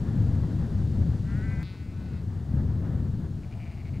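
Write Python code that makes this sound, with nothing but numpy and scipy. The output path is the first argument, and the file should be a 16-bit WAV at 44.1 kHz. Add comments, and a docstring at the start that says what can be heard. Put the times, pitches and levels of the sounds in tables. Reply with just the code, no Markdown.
"""Gusts of wind rumble on a microphone in a pasture, and then three sheep call, all a little to the left.
A far sheep gives a rising bleat. The scene cuts with a tiny click to a calmer spot, where a second
holds a steady, nasal note that sags at its end. A third answers in a low, rattling quaver.
Each bleat is a buzz from the sheep's vocal folds, shaped by its throat and mouth."""
import sys
import numpy as np
from scipy import signal
from scipy.fft import rfft, irfft, next_fast_len
from scipy.io import wavfile
from scipy.ndimage import map_coordinates

SR = 44100
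rng = np.random.default_rng(int(sys.argv[2]) if len(sys.argv) > 2 else 0)


def put_to_file(sound):
    """Save the sound as 16-bit audio at rate SR, in the file named by the first command-line argument."""
    columns = np.atleast_2d(sound).T  # one column per channel
    safe = np.clip(columns, -1, 1)
    whole_steps = np.round(safe * 32767)
    wavfile.write(sys.argv[1], SR, whole_steps.astype(np.int16))


N = 176400
CUT_S = 1.63  # when the scene moves to the calmer spot


def far_bleat():
    """A call that swells and climbs as the mouth opens, then breaks off at the cut."""
    # the course of the call: time_s, pitch_hz, level_db
    call = [(1.22, 191.3, -70), (1.26, 192.3, -60.5), (1.298, 196.9, -51), (1.338, 199.2, -52),
            (1.366, 210.4, -51.5), (1.418, 212.5, -50.5), (1.448, 221.7, -48), (1.498, 220.3, -50),
            (1.526, 223.6, -48), (1.57, 221.9, -52.5), (1.63, 226, -50.5)]
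    # the throat's tone while the mouth opens, and once it is open: frequency_hz, gain_db
    opening_tone = [(200, -45), (1100, -33), (1350, 1), (1500, 6), (1700, -2), (1950, 3), (2150, -9),
                    (2700, -14.5), (7000, -63)]
    open_tone = [(200, -37), (1100, -26), (1330, -6), (1530, 4.5), (1780, -4.5), (2010, 4.5), (2230, -1.5),
                 (2450, -5.5), (2700, -25), (7000, -62)]
    pitch_hz, level_db = curves(call)
    buzz = vocal_folds(pitch_hz, jitter=0.0062, scatter_db=0.1, breath=0.14)
    opened = glide(start_s=1.42, end_s=1.51)
    voice = (1 - opened) * shaped(buzz, opening_tone) + opened * shaped(buzz, open_tone)
    return voice * amp(level_db) * gate(call[0][0], CUT_S)


def nasal_bleat():
    """A barely wavering note that starts bright, thins out, then sags and grows hoarse."""
    # the course of the call: time_s, pitch_hz, throat_db, treble_db, vowel_db
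    call = [(1.63, 187, -59, -56, -63), (1.72, 187, -59, -60.5, -62), (1.8, 186.2, -62.5, -66.5, -64),
            (1.9, 186.9, -62, -78, -68), (1.97, 187.3, -66.5, -71, -61.5), (2.061, 185.7, -64, -68, -64),
            (2.149, 180, -61.5, -70, -62), (2.195, 173, -62, -67.5, -71), (2.24, 170, -77, -88, -90)]
    # the tone of the throat, its bright top and its lower vowel ring: frequency_hz, gain_db
    throat_tone = [(200, -29), (1100, -18), (1310, -6), (1680, 0), (1860, 5), (2050, 8), (2240, 5.5),
                   (2620, 3.5), (3000, -17), (4000, -17), (7000, -45)]
    treble_tone = [(200, -60), (2500, -20), (3300, -4), (3850, 0), (4400, -2.5), (5000, -8.5), (5500, -17),
                   (8000, -38)]
    vowel_tone = [(200, -34), (1100, -20), (1310, -14.5), (1480, -6.5), (1700, -18), (5000, -58)]
    pitch_hz, throat_db, treble_db, vowel_db = curves(call)
    waver = 1 + 0.002 * wobble(20)
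    hoarseness = glide(start_s=1.93, end_s=2.21, before=0.002, after=0.009)
    buzz = vocal_folds(pitch_hz * waver, jitter=hoarseness, scatter_db=1.0, breath=0.22)
    buzz = nose_hollow(buzz)
    throat = shaped(buzz, throat_tone) * amp(throat_db)
    treble = shaped(buzz, treble_tone) * amp(treble_db)
    vowel = shaped(buzz, vowel_tone) * amp(vowel_db)
    return (throat + treble + vowel) * gate(CUT_S, call[-1][0])


def quavering_bleat():
    """A creak turns into hoarse shakes over a dull rasp; the mouth narrows and rings lower."""
    # one row for each shake of the voice: start_s, length_s, level_db
    shake_rows = [(3.43, 0.02, -62.5), (3.521, 0.017, -58.5), (3.601, 0.04, -60.5), (3.657, 0.025, -60.5),
                  (3.701, 0.042, -62), (3.778, .04, -61.3), (3.855, .04, -61.8), (3.939, 0.041, -62.5)]
    # the held voice under the shakes: time_s, level_db
    held_levels = [(3.38, -76), (3.51, -58.5), (3.59, -56.5), (3.74, -58), (3.9, -61), (4, -64)]
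    # the tone of the throat and of the mouth: frequency_hz, gain_db
    throat_tone = [(150, -10), (560, -11), (635, -2), (695, 3), (770, -3.5), (1300, -17), (3000, -45)]
    mouth_tone = [(200, -34), (1000, -2), (1800, -5), (2150, 3.5), (2360, 7), (2600, -1.5), (2950, -3),
                  (3450, -21), (4850, -11), (5500, -27), (9000, -53)]
    pitch_hz = 157.8 * (1 + 0.03 * wobble(20))
    creak = glide(start_s=3.53, end_s=3.6, before=0.7, after=0.16)
    buzz = vocal_folds(pitch_hz, jitter=0.0448, scatter_db=0.4, breath=0.35, creak=creak)
    buzz += 0.35 * rng.standard_normal(N)  # air leaks through the folds
    held_db, = curves(held_levels)
    held = amp(held_db) * gate(held_levels[0][0], held_levels[-1][0])
    shakes = sum(amp(level_db) * gate(start_s, start_s + length_s, rise_s=0.012, fall_s=0.0049)
                 for start_s, length_s, level_db in shake_rows)
    throat = unit(shaped(buzz, throat_tone) + noise(throat_tone))
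    narrowed = glide(start_s=3.61, end_s=3.82)
    narrow_tone = [(hz * 0.953, db) for hz, db in mouth_tone]
    mouth = (1 - narrowed) * shaped(buzz, mouth_tone) + narrowed * shaped(buzz, narrow_tone)
    return throat * held + mouth * (shakes + amp(-11) * held)


def vocal_folds(pitch_hz, jitter, scatter_db, breath, creak=0):
    """The folds snap shut once a cycle, making a pulse and a puff of breath.
    jitter makes the timing uneven, scatter_db the size; creak weakens every other pulse."""
    cycles = np.cumsum(pitch_hz * (1 + jitter * wobble(150))) / SR
    pulse_at = np.interp(np.arange(1, int(cycles[-1])), cycles, np.arange(N))
    # a pulse falls between samples, so spread it over its neighbours
    nearby = pulse_at.astype(int)[:, None] + np.arange(-7, 9)
    offset = nearby - pulse_at[:, None]
    shapes = np.sinc(offset) * np.sinc(offset / 8)
    pulses = unit(np.bincount(np.clip(nearby, 0, N - 1).ravel(), shapes.ravel(), N))
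    puffs = unit(rng.standard_normal(N) * np.exp(-4 * (cycles % 1)))
    strong_weak = 1 - creak * np.sin(np.pi * cycles / 2) ** 2
    return (pulses + breath * puffs) * amp(scatter_db * wobble(150)) * strong_weak


def nose_hollow(buzz):
    """The nose cancels a narrow band of the voice; the band climbs and thins the note."""
    # the middle of that band: time_s, frequency_hz
    hollow_path = [(1.75, 1680), (1.91, 1820), (1.96, 2150), (2.12, 2350)]
    depth_db, width_hz = -11, 97
    hz, time_s, spectrum = signal.stft(buzz, SR, nperseg=1024)
    centre_hz = np.interp(time_s, *np.transpose(hollow_path))
    dip = np.exp(-((hz[:, None] - centre_hz) / width_hz) ** 2)
    return signal.istft(spectrum * amp(depth_db * dip))[1][:N]


def wind():
    """Gusts buffet the microphone, air rushes with a low roar, and grass hisses, softer after the cut."""
    # how the gusts and the rushing air rise and fall: time_s, level_db
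    gust_levels = [(0, -27.5), (.14, -28.5), (.2, -24.5), (.35, -25), (.62, -27.5), (.92, -27.5),
                   (.98, -23), (1.27, -31), (1.35, -27.5), (1.62, -30.5), (1.67, -41), (1.85, -35.5),
                   (2.25, -32), (2.47, -33.5), (2.56, -24.5), (2.72, -28.5), (3.07, -28), (3.27, -30),
                   (3.36, -32), (3.72, -39), (3.98, -30.5)]
    rush_levels = [(0, -57), (.2, -55), (.45, -56), (1.2, -59.5), (1.62, -59.5), (1.66, -64.5), (2.15, -61),
                   (2.47, -61), (2.56, -57), (2.74, -59.5), (2.87, -56.5), (3.05, -58.5), (3.15, -62),
                   (3.24, -58), (3.3, -64.5), (3.7, -65), (4, -64.5)]
    # the tone of each layer of wind: frequency_hz, gain_db
    rumble_tone = [(20, -13), (45, -11.5), (72, -0.5), (90, 0.5), (130, -1.5), (220, -14), (320, -27.5),
                   (480, -36), (800, -47.5), (2000, -80.5)]
    roar_tone = [(80, -19.5), (160, 4), (220, 0), (330, -8.5), (480, -19.5), (900, -33.5), (2000, -65)]
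    air_tone = [(150, 4.5), (450, 4), (800, 1), (1200, -3), (1800, -4.5), (2500, -20.5), (4500, -24.5),
                (9000, -41)]
    grass_tone = [(200, 12.5), (1000, -0.5), (2800, 0.5), (4500, 0.5), (5700, -4.5), (6700, -4),
                  (8500, -8.5), (11500, -18), (16000, -51)]
    gust_db, = curves(gust_levels)
    rush_db, = curves(rush_levels)
    flutter = wobble(30.7)
    rumble = noise(rumble_tone) * amp(gust_db + 0.22 * flutter + 0.7)
    force_db = gust_db + rush_db
    roar_db = -39.5 + 0.69 * (force_db - force_db.mean())
    roar = noise(roar_tone) * amp(roar_db + 0.55 * wobble(35))
    air = noise(air_tone) * amp(rush_db + 0.37 * flutter + 1.57 * wobble(40) + 6)
    grass = noise(grass_tone) * amp(np.where(clock() < CUT_S, -58.5, -62.5))
    return rumble + roar + air + grass


def click():
    """The signal jumps at the cut and falls straight back, making a tiny click."""
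    level_db, fade_s = -33, 0.00064
    since_s = clock() - CUT_S
    return amp(level_db) * (since_s >= 0) * np.exp(-np.abs(since_s) / fade_s)


def amp(db):
    """Turn decibels into a multiplier."""
    return 10 ** (np.asarray(db) / 20)


def unit(sound):
    """Scale a sound to an average power of 1."""
    return sound / np.sqrt(np.mean(sound ** 2) + 1e-20)


def clock():
    """Each sample's time in seconds."""
    return np.arange(N) / SR


def curves(rows):
    """One value per sample for each column after the time."""
    time_s, *columns = np.transpose(rows)
    return [np.interp(clock(), time_s, column) for column in columns]


def glide(start_s, end_s, before=0, after=1):
    """Slide evenly from one value to another."""
    return np.interp(clock(), [start_s, end_s], [before, after])


def gate(start_s, end_s, rise_s=0.002, fall_s=0.0022):
    """Fully on from start to end, with a short fade on either side."""
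    return np.interp(clock(), [start_s - rise_s, start_s, end_s, end_s + fall_s], [0, 1, 1, 0])


def wobble(rate_hz):
    """A smooth curve through rate_hz random points a second."""
    return map_coordinates(rng.standard_normal(int(N * rate_hz / SR) + 4), [clock() * rate_hz])


def shaped(sound, tone):
    """Filter a sound by (frequency_hz, gain_db) rows, then scale it to a power of 1."""
    size = 2 * next_fast_len(N // 2 + 8192)
    hz, db = np.transpose(tone)
    gain_db = np.interp(np.log(np.fft.rfftfreq(size, 1 / SR) + 1), np.log(hz + 1), db)
    # keep one side of the cepstrum, so the filter rings only after each pulse
    cepstrum = irfft(np.log(amp(gain_db)), size)
    cepstrum[1:size // 2] *= 2
    cepstrum[size // 2 + 1:] = 0
    response = np.exp(rfft(cepstrum))
    return unit(irfft(rfft(sound, size) * response, size)[:N])


def noise(tone):
    """Random noise with the given tone."""
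    return shaped(rng.standard_normal(N), tone)


def scene():
    """Mix the wind, sheep and click, a little louder on the left."""
    left_db, right_db = 1.5, -1.5
    pasture = wind() + far_bleat() + nasal_bleat() + quavering_bleat() + click()
    return pasture * amp([[left_db], [right_db]])


def record(dry):
    """The recorder adds faint hiss and drops the very highest treble."""
    hiss_db, top_hz = -75.5, 15750
    size = next_fast_len(N + 8192)
    hissy = dry + amp(hiss_db) * rng.standard_normal(N)
    kept = np.fft.rfftfreq(size, 1 / SR) < top_hz
    return irfft(rfft(hissy, size) * kept, size)[:, :N]


dry = scene()
out = record(dry)
put_to_file(out)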